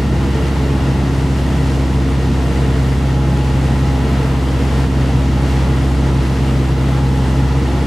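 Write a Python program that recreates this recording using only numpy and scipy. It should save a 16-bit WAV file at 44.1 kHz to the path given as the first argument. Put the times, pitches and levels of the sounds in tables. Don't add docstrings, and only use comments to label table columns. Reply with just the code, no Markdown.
import sys
import numpy as np
from scipy import signal
from scipy.fft import rfft, irfft, next_fast_len
from scipy.io import wavfile
from scipy.ndimage import uniform_filter1d

SR = 44100
rng = np.random.default_rng(int(sys.argv[2]) if len(sys.argv) > 2 else 0)


def int16_out(signal):
    q = np.round(np.clip(np.atleast_2d(signal).T, -1, 1) * 32767)
    wavfile.write(sys.argv[1], SR, q.astype(np.int16))


N = 346626
TIME = np.arange(N) / SR
FFT_SIZE = next_fast_len(N)
BIN_HZ = np.maximum(np.fft.rfftfreq(FFT_SIZE, 1 / SR), 1)
SIDES = np.array([[1], [-1]])


def undb(db):
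    return 10 ** (np.asarray(db) / 20)


def curves(table):
    time_s, *columns = np.transpose(table)
    return [np.interp(TIME, time_s, column) for column in columns]


def walk(rate_hz):
    hold = 32
    steps = np.repeat(rng.standard_normal(int(N / SR * rate_hz) + 2), hold)
    drift = uniform_filter1d(uniform_filter1d(steps, hold), hold)
    return np.interp(TIME * rate_hz * hold, np.arange(len(drift)), drift / drift.std())


def white():
    return rfft(rng.standard_normal(FFT_SIZE)) * np.sqrt(SR / 2)


def colour(hz, db):
    return np.interp(np.log(BIN_HZ), np.log(hz), db)


def resonance(centre_hz, width_hz):
    return 1 / (1 + (2 * (BIN_HZ - centre_hz) / width_hz) ** 2)


def tone(phase, level_db, pan_db=0, left_lead_rad=0):
    return np.sqrt(2) * undb(level_db + SIDES * pan_db / 2) * np.cos(phase + SIDES * left_lead_rad / 2)


# time_s, pitch_hz, level_db
HUM_CONTOUR = [(.26, 432, -60), (.36, 434, -33), (.46, 438, -37), (.56, 438, -33), (.72, 424, -31),
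               (.8, 420, -36), (.88, 418, -70)]

def cabin_hum():
    pitch_hz, level_db = curves(HUM_CONTOUR)
    return tone(2 * np.pi * np.cumsum(pitch_hz) / SR, level_db + 1.2 * walk(14))


# time_s, level_db
HISS_FADE = [(0, -46), (1.2, -48), (2.0, -49.5), (2.5, -48), (3.4, -48.5), (4.5, -53), (7.86, -56)]

def singing_hiss():
    band = irfft(white() * resonance(centre_hz=1853, width_hz=60), FFT_SIZE)[:N]
    return band / band.std() * undb(curves(HISS_FADE)[0]) * np.ones((2, 1))


# start_s, length_s, level_db
WHISTLE_SPELLS = [(0.248, 0.61, -40.5), (2.95, 1.15, -38), (5.5, 0.79, -46), (6.8, 0.75, -37),
                  (7.55, .5, -38)]

def gap_whistle():
    fade_s, faint_db = 0.32, -47.5
    pitch_hz = 835 + 3.2 * walk(9)
    phase = 2 * np.pi * np.cumsum(pitch_hz) / SR
    level_db = faint_db
    for start_s, length_s, spell_db in WHISTLE_SPELLS:
        inside_s = np.minimum(TIME - start_s, start_s + length_s - TIME)
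        swell = np.clip(inside_s / fade_s + .5, 0, 1)
        level_db = np.maximum(level_db, faint_db + swell * (spell_db - faint_db))
    return tone(phase, level_db + 2.6 * walk(16), pan_db=1.4, left_lead_rad=.1)


# frequency_hz, density_db_per_hz, pan_db
SKIN_ROAR = [(14, -69, 0), (60, -51.5, 1), (131, -42, 1), (228, -44, -0.5), (408, -56, -1.5),
             (558, -57.5, 1.5), (760, -58, 2.5), (1127, -64.5, -0.5), (1630, -67, 2.5), (2430, -70.5, .3),
             (4470, -74.5, -.5), (8800, -83, 0), (12000, -90, -.2), (15700, -100, -.3)]
# frequency_hz, density_db_per_hz
SIDE_TURBULENCE = [(15, -78), (60, -66), (130, -67), (260, -68), (360, -67.5), (740, -69), (950, -74),
                   (1400, -77), (1600, -74), (2700, -76.5), (4500, -84.8), (6000, -88.8), (10500, -92.7),
                   (13000, -95.6), (15400, -110)]
# centre_hz, width_hz, gain_db
CABIN_RESONANCES = [(436, 46, 5), (468.4, 24, 5), (184, 17, -3.5), (261, 24, -2.5), (395, 23, -1),
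                    (770, 52, -3), (1520, 110, -1), (855, 82, 3.5), (981, 47, 3.5), (1336, 180, 4),
                    (1870, 63, 4), (1985, 81, 4.5), (2154, 63, 3), (2680, 51, 3), (2823, 66, 6),
                    (3074, 40, 4), (3340, 86, 3)]

def roar_spectrum():
    hz, density_db, pan_db = np.transpose(SKIN_ROAR)
    ring_db = sum(db * resonance(centre, width) for centre, width, db in CABIN_RESONANCES)
    common = white() * undb(colour(hz, density_db) + ring_db + SIDES * colour(hz, pan_db) / 2)
    side = white() * undb(colour(*np.transpose(SIDE_TURBULENCE)) + .2 * ring_db)
    return common + SIDES * side


# time_s, roar_change_db, hiss_change_db
GUSTS = [(0, -1, -0.5), (.33, 1.4, 0), (.6, 0.4, .8), (.8, .4, -.4), (1.0, 0.2, -.3), (1.72, 1, 1),
         (2.0, 0, -1), (2.56, 0.1, .4), (2.8, 0.6, .4), (3.05, -.5, -0.5), (3.33, -1.5, -0.8),
         (3.68, 0.7, .4), (4.0, 0.3, 0), (4.6, 0.8, .3), (4.7, 1.6, .6), (4.82, 4, 2.5), (4.89, -1, -1),
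         (5.1, 1, 0.5), (5.23, 0.3, -0.5), (5.5, 1.3, 1), (5.7, 1.6, -0.5), (5.85, 0, .8), (6.05, 0, -1),
         (6.35, .5, 0.5), (6.55, 1, 0.2), (7.27, 0.1, 0), (7.46, -1, -1.2), (7.72, 0.5, 0), (7.86, 0, 0.5)]

def slipstream(blade_phase):
    spectrum = roar_spectrum()
    roar_db, hiss_db = curves(GUSTS)
    roar_db += .43 * walk(7)
    hiss_db += .2 * walk(7)
    throb_db = -.4 * np.cos(blade_phase) + .15 * np.cos(2 * blade_phase - 2)
    flutter_db = .43 * walk(22)
    roar = 0
    for centre_hz in 22 * 2 ** np.arange(0, 10.5, 2 / 3):
        offset = np.clip(1.5 * np.log2(np.maximum(BIN_HZ, 22) / centre_hz), -1, 1)
        band = irfft(spectrum * np.cos(offset * np.pi / 2) ** 2, FFT_SIZE)[:, :N]
        follow = np.clip(np.log2(centre_hz / 200) / 2, 0, 1)
        hiss_share = np.clip(np.log2(centre_hz / 2800), 0, 1)
        gust_db = (1 - hiss_share) * roar_db + hiss_share * hiss_db
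        flicker_db = (.12 + .3 * hiss_share) * walk(16)
        roar += band * undb(follow * (gust_db + throb_db + flutter_db) + flicker_db)
    return roar


# time_s, firing_hz, first_partial_db, second_partial_db
ENGINE_RUN = [(0, 67.3, -18, -22.5), (.45, 67.42, -18, -21), (.95, 67.2, -18, -19.5),
              (1.4, 67.02, -18, -20.5), (2.6, 66.42, -16.5, -19), (3.5, 66.37, -17.6, -19),
              (4.3, 66.38, -18, -17.3), (4.65, 66.4, -17, -20), (4.95, 66.4, -17, -17.5),
              (5.3, 66.18, -16.5, -19), (5.9, 66.37, -16, -20), (6.6, 65.95, -18, -18.5),
              (7.35, 66.14, -17, -16), (7.86, 66.7, -18, -23)]
# firing_multiple, base_level_db, pan_db, left_lead_rad
ENGINE_LINES = [(1.25, -33, -.6, -.07), (1.75, -38.5, -.6, -.09), (2.25, -43, 0, 0), (2.5, -34.5, .3, 0),
                (2.75, -43, -3, .5), (3, -34.5, -6.5, -.44), (3.5, -43, 0, 0), (4, -26.8, -.7, .04),
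                (4.25, -40.5, 0, .07), (4.5, -40, 0, .04), (5, -32.5, -3.5, -.1), (5.25, -40, -.5, -.04),
                (5.5, -43, -1.7, .06), (5.75, -45.5, -1.2, .11), (6.5, -46.5, 2.3, 0), (7, -46, 0, 0),
                (8, -48.5, 2.6, .23), (9.25, -51, 1.7, .2)]

def engine_and_propeller():
    firing_hz, first_db, second_db = curves(ENGINE_RUN)
    phase = 2 * np.pi * np.cumsum(firing_hz) / SR
    lean_rad = .6
    drone = tone(phase, first_db + .42 * walk(12), left_lead_rad=-.19)
    drone += tone(2 * phase + lean_rad, second_db + .9 * walk(6.8))
    speed_db = firing_hz - firing_hz.mean()
    for multiple, base_db, pan_db, left_lead_rad in ENGINE_LINES:
        between = multiple % 1 > 0
        waver = 1 if between else .4
        lag_rad = rng.uniform(0, 2 * np.pi) * between
        lag_rad -= np.pi / 2 * np.sin(multiple * np.pi / 2)
        line_phase = multiple * phase + lean_rad - lag_rad + .31 * waver * walk(3.03)
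        line_db = base_db + speed_db + 1.65 * waver * walk(2.02)
        drone += tone(line_phase, line_db, pan_db, left_lead_rad)
    buzz = tone(16 * phase + .51 * walk(8), level_db=-49.5, left_lead_rad=.7)
    return drone + buzz, phase


def scene():
    drone, blade_phase = engine_and_propeller()
    return drone + slipstream(blade_phase) + gap_whistle() + singing_hiss() + cabin_hum()


def record(dry):
    top_hz = 15500
    lowpass = signal.ellip(10, .2, 80, top_hz, fs=SR, output="sos")
    settled = signal.sosfilt_zi(lowpass)[:, None] * dry[:, :1]
    return signal.sosfilt(lowpass, dry, zi=settled)[0]


dry = scene()
out = record(dry)
int16_out(out)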